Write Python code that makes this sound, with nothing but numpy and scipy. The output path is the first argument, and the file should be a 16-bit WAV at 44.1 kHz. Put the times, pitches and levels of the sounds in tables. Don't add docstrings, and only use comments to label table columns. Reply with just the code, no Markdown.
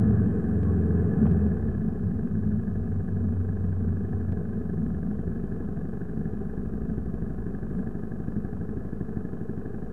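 import sys
import numpy as np
from scipy import signal
from scipy.io import wavfile

SR = 44100
rng = np.random.default_rng(int(sys.argv[2]) if len(sys.argv) > 2 else 0)


def unload_wav(signal):
    wavfile.write(
        sys.argv[1],
        SR,
        np.round(np.clip(np.atleast_2d(signal).T, -1, 1) * 32767).astype(np.int16),
    )


N = 437472

# pitch in Hz, width in Hz, relative level in dB.
LOWER_HOUSING_MODES = [(647, 74, -14), (766.4, 81, -14.5)]
LENS_MOUNT_MODES = [(1990, 170, -40.5), (2488, 160, -42), (2710, 260, -54), (3130, 80, -42.5)]
RATTLE_MODES = [(7400, 500, 0), (8770, 700, 0), (9710, 400, -2)]


def exhaust_thumps(cycle, load):
    # a cylinder's place in the cycle from 0 to 1, relative level in dB.
    cylinders = [(.062, 0), (.285, -7), (.49, -16), (.78, -17)]
    # time in seconds, extra level in dB.
    firmness = [(0, 0), (1.7, -2), (2.2, -7), (4, -6), (5, -1), (6.5, 0), (8.5, 0.5), (9.92, 0)]
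    pulses = sum(from_db(db) * each_cycle(cycle, place, jitter_s=.00024, spread_db=1.6)
                 for place, db in cylinders)
    suction = bump(pulses, length_s=.0021)
    rebound = signal.sosfiltfilt(signal.butter(1, 120, fs=SR, output="sos"), suction)
    pipe = resonate(pulses, [(238, 35, 0)])
    level_db = by_load(load, idle=-36, pulling=-34.5) + in_time(firmness)
    return from_db(level_db) * (rms_one(rebound - suction) + .45 * rms_one(pipe))


def exhaust_drone(cycle, load):
    # time in seconds, level in dB.
    firing_levels = [(0, -30), (.2, -30), (.42, -37), (.58, -26), (1.0, -26), (1.12, -41), (1.22, -27),
                     (1.4, -26), (1.6, -32), (1.85, -42), (5, -45), (9.92, -44)]
    # multiple of the cycle rate, relative level in dB. The fourth is left to the firing tone.
    partials = [(1, -42), (2, -28), (3, -10), (4, 0), (5, -7), (6, -11), (7, -6), (8, -5), (9, -9),
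                (10, -8), (11, -9), (12, -12), (13, -11), (14, -24), (15, -26), (16, -28), (17, -22),
                (18, -19), (19, -17), (20, -17)]
    unsteady_cycle = cycle + .005 * drift(8)
    drone = 0
    for k, db in partials:
        if k != 4:
            drone += from_db(db + 2.2 * drift(2.2)) * np.sin(2 * np.pi * (k * unsteady_cycle + rng.random()))
    drone_db = by_load(load, idle=-62.5, pulling=-29.5)
    tone = -np.sqrt(2) * np.cos(2 * np.pi * 4 * (cycle - .015))
    tone_db = in_time(firing_levels) + 2.7 * drift(1.9)
    return from_db(tone_db) * tone + from_db(drone_db) * rms_one(drone)


def valve_clatter(cycle, load, patch_db):
    # place in the cycle from 0 to 1, then strength in dB into fairing, lower housing,
    # upper housing, bracket and lens mount.
    contacts = [(.04, -16, -12, -9, -2, -8), (.065, -20, -20, -7, -12, -3), (.1, -20, 0, -14, -12, -7),
                (.25, -6.5, -7, -10, -17, -13), (.32, -20, -20, -5, -19, -14),
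                (.43, -9, -20, -14, -20, -20), (.475, -1, -14, -14, -10, -14), (.52, -8, 0, -1.5, -9, -10),
                (.56, -14, -20, -14, -20, -6), (.6, -20, -12, -11, -20, -13),
                (.7, -8.5, -14, -14, -20, -16), (.9, -6, -14, -11, -16, -16), (.955, -20, -3, -9, -8, -11),
                (.998, -2, -9, -12, -16, -16)]
    # pitch in Hz, width in Hz, relative level in dB.
    fairing = [(339.3, 74, -7), (408.4, 79.1, 3), (454.8, 72.8, -0.5), (503.9, 56.4, -6.5)]
    upper_housing = [(1051, 163, -21.5), (1249, 87, -22.5), (1414, 174, -25)]
    bracket = [(1532, 100, -22.5), (1697, 99.5, -18.5)]
    # start in seconds, peak in dB.
    hard_strokes = [(2.9175, -46), (3.0784, -48), (3.7257, -45), (3.8865, -46), (4.1303, -47), (4.69, -47),
                    (5.191, -46), (5.358, -45), (5.8536, -42), (5.9344, -44), (6.015, -45), (6.2549, -46),
                    (6.4985, -46), (7.5473, -47), (7.872, -47), (8.1167, -48)]
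    bodies = [(fairing, .92, 1), (LOWER_HOUSING_MODES, .66, 1), (upper_housing, .5, 1),
              (bracket, .9, 1), (LENS_MOUNT_MODES, .74, 3)]
    blows = [each_cycle(cycle, row[0], jitter_s=.0003, spread_db=1.4) for row in contacts]
    distinct = np.clip(by_load(load, idle=.87, pulling=.4) + .07 * drift(.8), 0, 1.1)
    ringing = 0
    for column, (modes, weight, grit) in enumerate(bodies, 1):
        hits = sum(from_db(row[column]) * blow for row, blow in zip(contacts, blows))
        swell = 1 + .35 * distinct * rms_one(bump(hits, length_s=.008))
        grind = swell * rng.standard_normal(N) ** grit
        share = weight * distinct
        force = share * rms_one(hits) + np.sqrt(1 - share ** 2) * rms_one(grind)
        ringing += resonate(force, modes)
    level_db = by_load(load, idle=-42.5, pulling=-37.5) + patch_db
    return from_db(level_db) * rms_one(ringing) + sum(struck(bracket, s, db) for s, db in hard_strokes)


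def tyres(patch_db):
    # pitch in Hz, width in Hz, relative level in dB.
    frame = [(28, 8.6, -21), (62.5, 34, -9), (91.7, 28.7, -1.5), (118, 41, -13), (162.5, 30.4, 0),
             (211.8, 24.7, 1.5), (243.4, 34.7, -6.5)]
    # time in seconds, pitch of the hum in Hz.
    tread_pitch = [(0, 112.4), (1.4, 102.5), (3.6, 91.6), (4.3, 89.25), (5.2, 77), (6.3, 64.5), (7.3, 60.6),
                   (7.8, 55.8), (9.92, 47.2)]
    # pitch in Hz, level in dB.
    hum_response = [(45, -44), (53, -54), (62, -37.5), (65, -57), (73, -55), (80, -32.5), (85, -37),
                    (91.5, -29), (97, -31), (102, -38), (110, -33), (114, -22)]
    # centre in seconds, half length in seconds, change in dB.
    hum_dips = [(1.13, 0.067, -8), (1.99, 0.033, -16), (2.15, .05, -4), (2.52, 0.025, -12),
                (2.64, 0.073, -14), (3.06, 0.072, -14.5), (3.82, 0.068, -4), (4.03, 0.057, -9.5),
                (4.25, 0.049, -14), (4.7, .1, -8), (5.06, 0.12, -12)]
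    hz, db_per_octave = in_time(tread_pitch), 8.5
    roughness = rng.standard_normal(N) * from_db(1.1 * drift(8.1))
    rumble = rms_one(resonate(roughness, frame))
    rumble_db = -29.5 + db_per_octave * np.log2(hz / 90) + patch_db
    hum_db = np.interp(hz, *np.transpose(hum_response)) + 1.4 * drift(6) + swells(hum_dips)[0]
    phase = 2 * np.pi * np.cumsum(hz) / SR + .3 * drift(4)
    return from_db(rumble_db) * rumble + np.sqrt(2) * from_db(hum_db) * np.sin(phase)


def knocks():
    # start in seconds, peak in dB, ring in Hz.
    jolts = [(1.2165, -15, 215), (1.3097, -17, 165), (4.3137, -19, 195), (7.72, -36, 36)]
    # start in seconds, peak in dB, upper edge in Hz, lower housing and lens mount rings in dB.
    clunks = [(1.2556, -28, 1300, -36, -60), (1.2674, -33, 1800, -33, -54)]
    # time in seconds, peak in dB before the top is softened.
    sharp_clicks = [(.6327, -33), (1.3145, -32), (4.3231, -31.5), (6.3293, -45), (7.6975, -45)]
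    t = np.arange(SR // 5) / SR
    clunk_decay_s, click_decay_s = .0015, .00016
    out = struck(RATTLE_MODES, s=4.8845, db=-61)
    for s, db, hz in jolts:
        swell = t * hz * np.exp(1 - t * hz)
        out[round(s * SR):][:len(t)] -= from_db(db) * np.sin(2 * np.pi * hz * t) * swell
    for s, db, top_hz, housing_db, mount_db in clunks:
        dull = signal.butter(2, [400, top_hz], "band", fs=SR, output="sos")
        burst = (rng.standard_normal(len(t)) - 1) * np.exp(-t / clunk_decay_s)
        crack = signal.sosfilt(np.vstack([dull, dull]), burst)
        out[round(s * SR):][:len(t)] += from_db(db) * crack / np.abs(crack).max()
        out += struck(LOWER_HOUSING_MODES, s, housing_db) + struck(LENS_MOUNT_MODES[1:], s, mount_db)
    spike = np.exp(-np.abs(t - .01) / click_decay_s)
    click = signal.sosfilt(signal.butter(1, 9000, fs=SR, output="sos"), spike)
    for s, db in sharp_clicks:
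        out[round((s - .01) * SR):][:len(t)] += from_db(db) * click
    return out


def squeak(start_s, length_s, hz, db):
    t = np.arange(N) / SR
    fade = np.clip(np.minimum(t - start_s, start_s + length_s - t) / .012, 0, 1)
    level = np.sqrt(2) * from_db(db + 2.5 * drift(40)) * fade
    return level * np.sin(2 * np.pi * hz * t + 1.1 * drift(25))


def rattle(load, patch_db):
    level_db = by_load(load, idle=-100, pulling=-80.5) + patch_db
    return from_db(level_db) * rms_one(resonate(rng.standard_normal(N), RATTLE_MODES))


def resonate(x, modes):
    out = 0
    for k, (hz, width_hz, db) in enumerate(modes):
        r = np.exp(-1.5 * np.pi * width_hz / SR)
        b = (1 - r * r) / 2 * np.array([1, 0, -1])
        a = [1, -2 * r * np.cos(2 * np.pi * hz / SR), r * r]
        out += (-1) ** k * from_db(db) * signal.lfilter(b, a, signal.lfilter(b, a, x + 1e-18))
    return out


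def struck(modes, s, db):
    ring = resonate(signal.unit_impulse(SR // 10), modes)
    out = np.zeros(N)
    out[round(s * SR):][:len(ring)] = from_db(db) * ring / np.abs(ring).max()
    return out


def each_cycle(cycle, place, jitter_s, spread_db):
    turns = np.arange(int(cycle[-1]))
    timing, strength = rng.standard_normal((len(turns), 2)).T
    at = np.interp(turns + place, cycle, np.arange(N)) + jitter_s * SR * timing
    clicks = np.zeros(N)
    clicks[np.clip(at.astype(int), 0, N - 1)] = from_db(spread_db * strength)
    return clicks


def bump(clicks, length_s):
    return signal.fftconvolve(clicks, signal.windows.gaussian(SR // 20, length_s * SR / 2), "same")


def drift(hz):
    r = np.exp(-80 * np.pi * hz / SR)
    slow = signal.lfilter([1], [1, -2 * r, r * r], rng.standard_normal(N // 40 + 2002))[2000:]
    return np.interp(np.arange(N) / 40, np.arange(len(slow)), rms_one(slow))


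def swells(rows):
    t = np.arange(N) / SR
    return sum(np.outer(dbs, np.cos(np.pi / 2 * np.clip((t - s) / half_s, -1, 1)) ** 2)
               for s, half_s, *dbs in rows)


def by_load(load, idle, pulling):
    return idle + (pulling - idle) * load


def in_time(rows):
    return np.interp(np.arange(N) / SR, *np.transpose(rows))


def from_db(db):
    return 10 ** (np.asarray(db) / 20)


def rms_one(x):
    return x / np.sqrt(np.mean(x ** 2) + 1e-20)


def scene():
    # time in seconds, four-stroke cycles per second.
    engine_speed = [(0.0, 23.526), (0.504, 21.614), (1.38, 21.525), (1.667, 16.544), (1.838, 14.249),
                    (2.1, 12.608), (2.401, 12.295), (2.702, 12.443), (3.002, 12.069), (3.303, 12.423),
                    (3.604, 12.626), (3.905, 12.41), (4.205, 12.436), (4.506, 12.333), (4.807, 12.027),
                    (5.108, 12.126), (5.408, 12.088), (5.709, 12.128), (6.01, 12.44), (6.311, 12.493),
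                    (6.612, 12.402), (6.912, 12.425), (7.213, 12.316), (7.514, 12.28), (7.815, 12.363),
                    (8.115, 12.105), (8.416, 12.117), (8.717, 12.487), (9.018, 12.591), (9.318, 12.339),
                    (9.619, 12.144), (9.92, 11.977)]
    # centre and half length in seconds, then extra
    # rumble, clatter and rattle in dB.
    road_patches = [(.05, 0.29, 2, 2.5, -2), (0.652, 0.63, -4.5, 0.2, 0), (1.209, 0.089, 5, 1.5, 1),
                    (4.3, 0.48, 1, 0.5, -3.5), (7.0, 0.47, 1, -0.5, 0), (7.778, 0.18, 4, 1.5, 19)]
    speed = in_time(engine_speed)
    cycle = np.cumsum(speed) / SR + .008 * drift(3)
    idle_per_s, pull_per_s = 12.7, 21.5
    load = np.clip((speed - idle_per_s) / (pull_per_s - idle_per_s), 0, 1)
    rumble_db, clatter_db, rattle_db = swells(road_patches)
    small = rattle(load, rattle_db) + squeak(start_s=.645, length_s=.075, hz=1105, db=-53) + knocks()
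    exhaust = exhaust_drone(cycle, load) + exhaust_thumps(cycle, load)
    return (exhaust + valve_clatter(cycle, load, clatter_db) + tyres(rumble_db) + small)[None]


def record(dry):
    hiss_db, cutoff_hz, offset = -74.5, 15000, -.0157
    hiss = signal.lfilter([1, .15], [1], rng.standard_normal(dry.shape)) * from_db(hiss_db)
    hiss = signal.sosfilt(signal.butter(3, 14500, fs=SR, output="sos"), hiss)
    return signal.sosfilt(signal.ellip(10, .5, 60, cutoff_hz, fs=SR, output="sos"), dry + hiss) + offset


dry = scene()
out = record(dry)
unload_wav(out)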